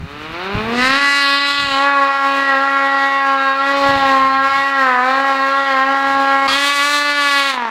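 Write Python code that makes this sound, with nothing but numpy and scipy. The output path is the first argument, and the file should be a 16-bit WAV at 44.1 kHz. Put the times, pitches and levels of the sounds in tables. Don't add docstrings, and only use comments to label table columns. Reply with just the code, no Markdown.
import sys
import numpy as np
from scipy import signal
from scipy.fft import rfft, irfft, next_fast_len
from scipy.io import wavfile
from scipy.ndimage import uniform_filter1d, map_coordinates

SR = 44100
rng = np.random.default_rng(int(sys.argv[2]) if len(sys.argv) > 2 else 0)


def pcm_store(signal):
    levels = np.round(np.clip(np.atleast_2d(signal), -1, 1) * 32767)
    wavfile.write(sys.argv[1], SR, levels.astype(np.int16).T)


N = 339570
SIDE_ON_S, THROTTLE_SHUT_S = 6.477, 7.51


def amp(db):
    return 10 ** (np.asarray(db) / 20)


def unit(x):
    return x / np.sqrt(np.mean(x ** 2) + 1e-20)


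def along(points, hz):
    f, v = np.transpose(points)
    return np.interp(np.log(hz + 1), np.log(f + 1), v)


def curves(rows):
    s, *cols = np.transpose(rows)
    return [np.interp(np.arange(N) / SR, s, c) for c in cols]


def swells(rows):
    t = np.arange(N) / SR
    return sum(height * np.exp(-((t - s) / half) ** 2) for s, half, height in rows)


def wobble(rate):
    knots = rng.standard_normal(int(N * rate / SR) + 4)
    return map_coordinates(knots, [np.arange(N) * rate / SR])


def flutter(depth_db, rate):
    return amp(depth_db * (wobble(rate) + 0.29 * wobble(rate / 3)))


def filtered(x, response):
    m = next_fast_len(N + SR // 2)
    return irfft(rfft(x, m) * response(np.fft.rfftfreq(m, 1 / SR)), m)[..., :N]


def noise(spectrum):
    return unit(filtered(rng.standard_normal(N), lambda hz: amp(along(spectrum, hz))))


def ring(x, spectrum, size=2048):
    level_db = np.maximum(along(spectrum, np.fft.rfftfreq(size, 1 / SR)), -70)
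    cepstrum = irfft(np.log(amp(level_db)))
    cepstrum[1:size // 2] *= 2
    cepstrum[size // 2 + 1:] = 0
    response = irfft(np.exp(rfft(cepstrum)))
    return signal.fftconvolve(x, response)[:N]


def steady(x, size=2205):
    power = uniform_filter1d(uniform_filter1d(x * x, size), size)
    return x / np.sqrt(np.abs(power) + 1e-14)


# (frequency [Hz], relative level [dB])
WIND_COLOUR = [(20, -18), (50, -4.5), (90, -0.5), (150, -3), (220, -6), (400, -22), (900, -83.5)]
# (time [s], level [dB])
BREEZE_LEVEL = [(0, -56), (1.2, -56.5), (2.6, -61), (3.3, -61.5), (4.7, -59), (5.7, -61), (7.2, -66),
                (7.7, -61)]
# (time [s], half length [s], level [dB])
WIND_GUSTS = [(0.02, 0.067, -33.5), (.3, 0.24, -40.5), (.575, 0.028, -24), (0.666, 0.055, -33),
              (0.868, .09, -37.5), (1.654, .08, -40), (2.43, .05, -57), (3.934, 0.1, -36),
              (4.202, 0.24, -46.5), (4.576, 0.041, -46.5), (6.153, 0.053, -39.5), (6.53, .08, -46.5)]
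# (time [s], level before onset and decay [dB], pitch [Hz])
WIND_BUMPS = [(0.021, -21, 71), (0.551, -9, 127), (0.568, -20, 131), (1.591, -27.5, 114), (3.889, -16, 116),
              (3.961, -17, 105)]


def wind():
    gusts = swells([(s, half, amp(db)) for s, half, db in WIND_GUSTS])
    strength = amp(curves(BREEZE_LEVEL)[0]) + gusts
    lumps = amp(2.5 * wobble(22))
    air = strength * unit(noise(WIND_COLOUR) * lumps)
    t = np.arange(SR // 8) / SR
    for s, db, hz in WIND_BUMPS:
        decay = amp(db - 60 * t / 0.054)
        onset = 1 - np.exp(-t / 0.0012)
        air[round(s * SR):][:len(t)] += decay * onset * np.sin(2 * np.pi * hz * t)
    return air


# (frequency [Hz], time to fall 60 dB [s])
FOREST_DECAY = [(200, 1.49), (1200, 1.26), (4000, 0.42), (12000, 0.25)]


def forest(x, gap):
    hz, t, z = signal.stft(rng.standard_normal(SR), SR, nperseg=256)
    fade = amp(-60 * t / along(FOREST_DECAY, hz)[:, None]) * (1 - np.exp(-t / gap))
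    colour_db = along([(250, -2.5), (600, 1.0), (1200, 4.5), (4000, 17.5), (10000, -33)], hz)
    colour = amp(colour_db)[:, None]
    energy = np.max(np.sum(fade ** 2, axis=1)) * t[1] * SR
    tail = signal.istft(z * fade * colour / np.sqrt(energy), SR, nperseg=256)[1]
    return signal.fftconvolve(x, tail)[:N]


# (time [s], extra path delay [ms], share of the direct sound)
SNOW_PATH = [(1.1, .22, 0), (1.35, .24, .45), (1.7, .27, .45), (1.9, .28, 0)]


def snow_bounce(x):
    delay_ms, share = curves(SNOW_PATH)
    return x + share * map_coordinates(x, [np.arange(N) - delay_ms * SR / 1000])


# (frequency [Hz], width [Hz], relative level [dB])
HOWL_MODES = [(1200, 320, -7.5), (3277, 72, -6.5), (4650, 600, -18)]


def howl(db, decay):
    age = np.arange(N) / SR - SIDE_ON_S

    def modes(hz):
        return sum(amp(level) / (1 + (2 * (hz - centre) / width) ** 2)
                   for centre, width, level in HOWL_MODES)

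    envelope = (age > 0) * np.exp(-(age / decay) ** 2)
    return amp(db) * envelope * unit(filtered(rng.standard_normal(N), modes))


def firings(turns, rough, jitter_ms, scatter_db, uneven, sputter):
    count = np.arange(1, int(turns[-1]))
    at = np.interp(count, turns, np.arange(N))
    chance = rng.standard_normal((len(at), 3))
    spread = np.sqrt(rough[at.astype(int)])
    at = at + spread * chance[:, 0] * jitter_ms * SR / 1000
    strength = amp(scatter_db * spread * chance[:, 1])
    strength *= 1 + uneven * (-1) ** count
    strength *= 1 + sputter * (at > THROTTLE_SHUT_S * SR) * (chance[:, 2] > 1)
    taps = at.astype(int)[:, None] + np.arange(-7, 9)
    lag = taps - at[:, None]
    shape = np.sinc(lag) * np.cos(np.pi * lag / 16) ** 2
    return np.bincount(np.clip(taps, 0, N - 1).ravel(), (shape * strength[:, None]).ravel(), N)


def shimmer(x, depth_db):
    hz, t, z = signal.stft(x, SR, nperseg=512)
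    smoothing = np.outer(np.hanning(5), np.hanning(45))
    field = unit(signal.fftconvolve(rng.standard_normal(z.shape), smoothing, "same"))
    reach = along([(250, .3), (1000, .7), (3000, 1.1), (6000, 1), (10000, .6)], hz)[:, None]
    depth = np.interp(t * SR, np.arange(N), depth_db)
    return signal.istft(z * amp(depth * reach * field), nperseg=512)[1][:N]


# (time [s], 0 dug in / 1 nose / 2 belly / 3 flank / 4 coasting)
POSE_PATH = [(0, 0), (.72, 0), (.82, 1), (1.62, 1), (1.88, 2), (6.475, 2), (6.479, 3), (7.5, 3), (7.57, 4),
             (7.7, 4)]


def poses():
    return np.clip(1 - np.abs(curves(POSE_PATH)[0] - np.arange(5)[:, None]), 0, 1)


# (time [s], firing rate [1/s])
ENGINE_SPEED = [(0.0, 132.4), (0.32, 162.2), (0.47, 193.2), (0.75, 240.6), (0.99, 281.7), (1.84, 283.7),
                (2.06, 275.2), (3.5, 274.6), (3.76, 279.7), (4.5, 277.6), (6.46, 273.1), (6.49, 266.1),
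                (6.58, 281.0), (6.94, 291.2), (7.16, 289.4), (7.49, 274.3), (7.58, 247.5), (7.7, 219.5)]
# (time [s], half length [s], drop before flywheel smoothing [firings/s])
SPEED_SAGS = [(1.3, 0.072, 3.4), (1.75, 0.083, 11.4), (2.56, 0.052, 5.7), (3.48, 0.187, 4.4),
              (4.23, 0.281, 11.3), (4.97, 0.153, 28.3), (5.39, 0.119, 5.5), (5.78, 0.081, 10.2),
              (6.8, 0.042, 4.4)]
# (frequency [Hz], relative level [dB])
HISS_COLOUR = [(120, -39), (280, -33.5), (450, -21.5), (750, -17), (1800, -12), (3000, -4.5), (4500, -7.5),
               (6000, 0), (12000, -1.5)]
# (frequency [Hz], relative level [dB])
DUG_IN_COLOUR = [(130, -36.5), (200, 3.5), (380, 6), (570, -2), (1150, 2), (1500, -1.5), (2150, -9.5),
                 (2450, -10), (3200, -22.5), (4200, -19.5), (5300, -34), (6500, -41), (8500, -46),
                 (15500, -50)]
NOSE_COLOUR = [(130, -25.5), (280, -9.5), (830, -11), (1120, 4), (1400, 1), (1980, 5), (2250, -4.5),
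               (2550, -1), (3600, -11.5), (3950, -3), (5300, -14.5), (5800, -23), (7800, -26), (13000, -44),
               (15500, -43)]
BELLY_COLOUR = [(130, -36.5), (275, -8), (820, -2), (1100, 5), (1400, -0.5), (1930, -2.5), (2200, -12.5),
                (3500, -24.5), (4000, -19.5), (5000, -29), (6000, -40.5), (7400, -42.5), (9000, -51),
                (15000, -55)]
FLANK_COLOUR = [(130, -35), (285, -11.5), (860, -8.5), (1140, 2), (1450, -3), (1750, -1.5), (2900, -10.5),
                (4200, -9.5), (5700, -25), (7200, -27.5), (9500, -32), (11000, -39.5), (12500, -39.5),
                (15000, -45.5)]
COASTING_COLOUR = [(130, -35), (230, -9.5), (450, -13), (720, -11), (930, 4.5), (1120, -2.5), (1400, -8),
                   (2000, -13.5), (4000, -31.5), (6000, -35.5), (15000, -58)]


def engine(rough, fading_db):
    speed = uniform_filter1d(curves(ENGINE_SPEED)[0] - swells(SPEED_SAGS), size=1400)
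    turns = np.cumsum(speed * (1 + .001 * wobble(18))) / SR
    pulses = unit(firings(turns, rough, jitter_ms=0.0016, scatter_db=1.0, uneven=0.0098, sputter=1.4))
    facing = poses()
    dug_in, belly = facing[0], facing[2]
    puff = unit(1 + 0.12 * np.cos(np.pi * turns) ** 4)
    hiss = filtered(rng.standard_normal(N), lambda hz: amp(along(HISS_COLOUR, hz)))
    spray = filtered(hiss, lambda hz: hz ** 6 / (hz ** 6 + 1900. ** 6))
    hiss = hiss + (1.08 * dug_in + 0.93 * belly) * spray
    drive = shimmer(pulses, fading_db) + rough * puff * hiss
    colours = [DUG_IN_COLOUR, NOSE_COLOUR, BELLY_COLOUR, FLANK_COLOUR, COASTING_COLOUR]
    pipe = sum(share * ring(drive, colour) for share, colour in zip(facing, colours))
    return snow_bounce(pipe) + howl(db=-11, decay=0.069)


# (time [s], half length [s], boom [dB], rasp [dB])
TRACK_BITES = [(0.857, 0.23, 11.5, -1.5), (2.4, 0.15, 6.5, 3), (3.944, 0.27, 11, 8.5), (4.56, .1, -3, 5.5),
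               (5.2, 0.18, 5, 2), (6.146, 0.27, 9.5, 3.5), (6.586, 0.12, 5.5, 3.5)]
BODY_SHARE, ROUGH_SHARE = 0.65, 0.3


def surge():
    rows = np.array(TRACK_BITES)
    return swells(rows[:, :3]), swells(np.delete(rows, 2, axis=1))


REGISTER_EDGES = [400, 950, 2150, 5600]
# (time [s], relative level [dB])
TREBLE_LEVEL = [(0, 1.5), (.45, -6.5), (.72, -2.5), (.86, 1), (.96, -1), (1.16, 6), (1.27, -3.5), (1.72, 0),
                (2.1, 1), (3.9, -1), (4.75, 4), (5.8, 0.5), (6.46, 2.5), (6.5, 2), (6.95, 6), (7.08, -2),
                (7.36, 3), (7.56, -1), (7.61, -7)]
# (time [s], level [dB])
MACHINE_LEVEL = [(0, -36), (.12, -34), (.25, -29.5), (.45, -23), (.7, -19.5), (.82, -13), (.98, -12.5),
                 (1.12, -14.5), (1.35, -14.5), (1.68, -16.5), (1.76, -13), (2.2, -13), (2.45, -13),
                 (3.75, -13.5), (4.02, -11), (4.6, -14), (5.3, -14), (5.97, -14.5), (6.24, -13),
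                 (6.65, -15), (7.0, -14), (7.42, -13.5), (7.505, -16), (7.52, -20.5), (7.7, -19.5)]
DULL_DB_PER_HZ = 0.22


def radiated(source, boom_db, rasp_db):
    def registers(hz):
        below = [1 / (1 + (hz / edge) ** 12) for edge in REGISTER_EDGES]
        return np.diff([0 * hz, *below, 0 * hz + 1], axis=0)

    hum, body, bark, rasp, fizz = filtered(source, registers)
    low = amp(boom_db) * hum + amp(BODY_SHARE * boom_db) * body
    treble = amp(curves(TREBLE_LEVEL)[0]) * flutter(depth_db=1.43, rate=36) * fizz
    edge_db = rasp_db - DULL_DB_PER_HZ * swells(SPEED_SAGS)
    high = amp(edge_db) * flutter(depth_db=0.54, rate=20) * (rasp + treble)
    loudness = amp(curves(MACHINE_LEVEL)[0] - 0.65) * flutter(depth_db=1.0, rate=20)
    return loudness * steady(low + bark + high)


# (turbulence [dB], forest echo [dB], fading of the overtones [dB])
POSE_MANNER = [(8, -10.5, 2.5), (-2, -15.5, 1.15), (-2.5, -11.5, 3), (-3, -17, 1.4), (2, -13, 2)]


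def scene():
    rough_db, echo_db, fading_db = np.transpose(POSE_MANNER) @ poses()
    boom_db, rasp_db = surge()
    rough = amp(rough_db + ROUGH_SHARE * boom_db)
    sled = radiated(engine(rough, fading_db), boom_db, rasp_db)
    echo = forest(amp(echo_db) * sled, gap=0.013)
    age = np.arange(N) / SR - SIDE_ON_S
    dip = 1 - 0.9 * np.exp(-((age + 0.00071) / 0.0038) ** 2)
    return (dip * (sled + echo + wind()))[None]


TOP_HZ = 15850


def record(dry):
    rounded = dry / (1 + np.abs(dry) ** 8) ** (1 / 8)
    return filtered(rounded, lambda hz: hz < TOP_HZ)


dry = scene()
out = record(dry)
pcm_store(out)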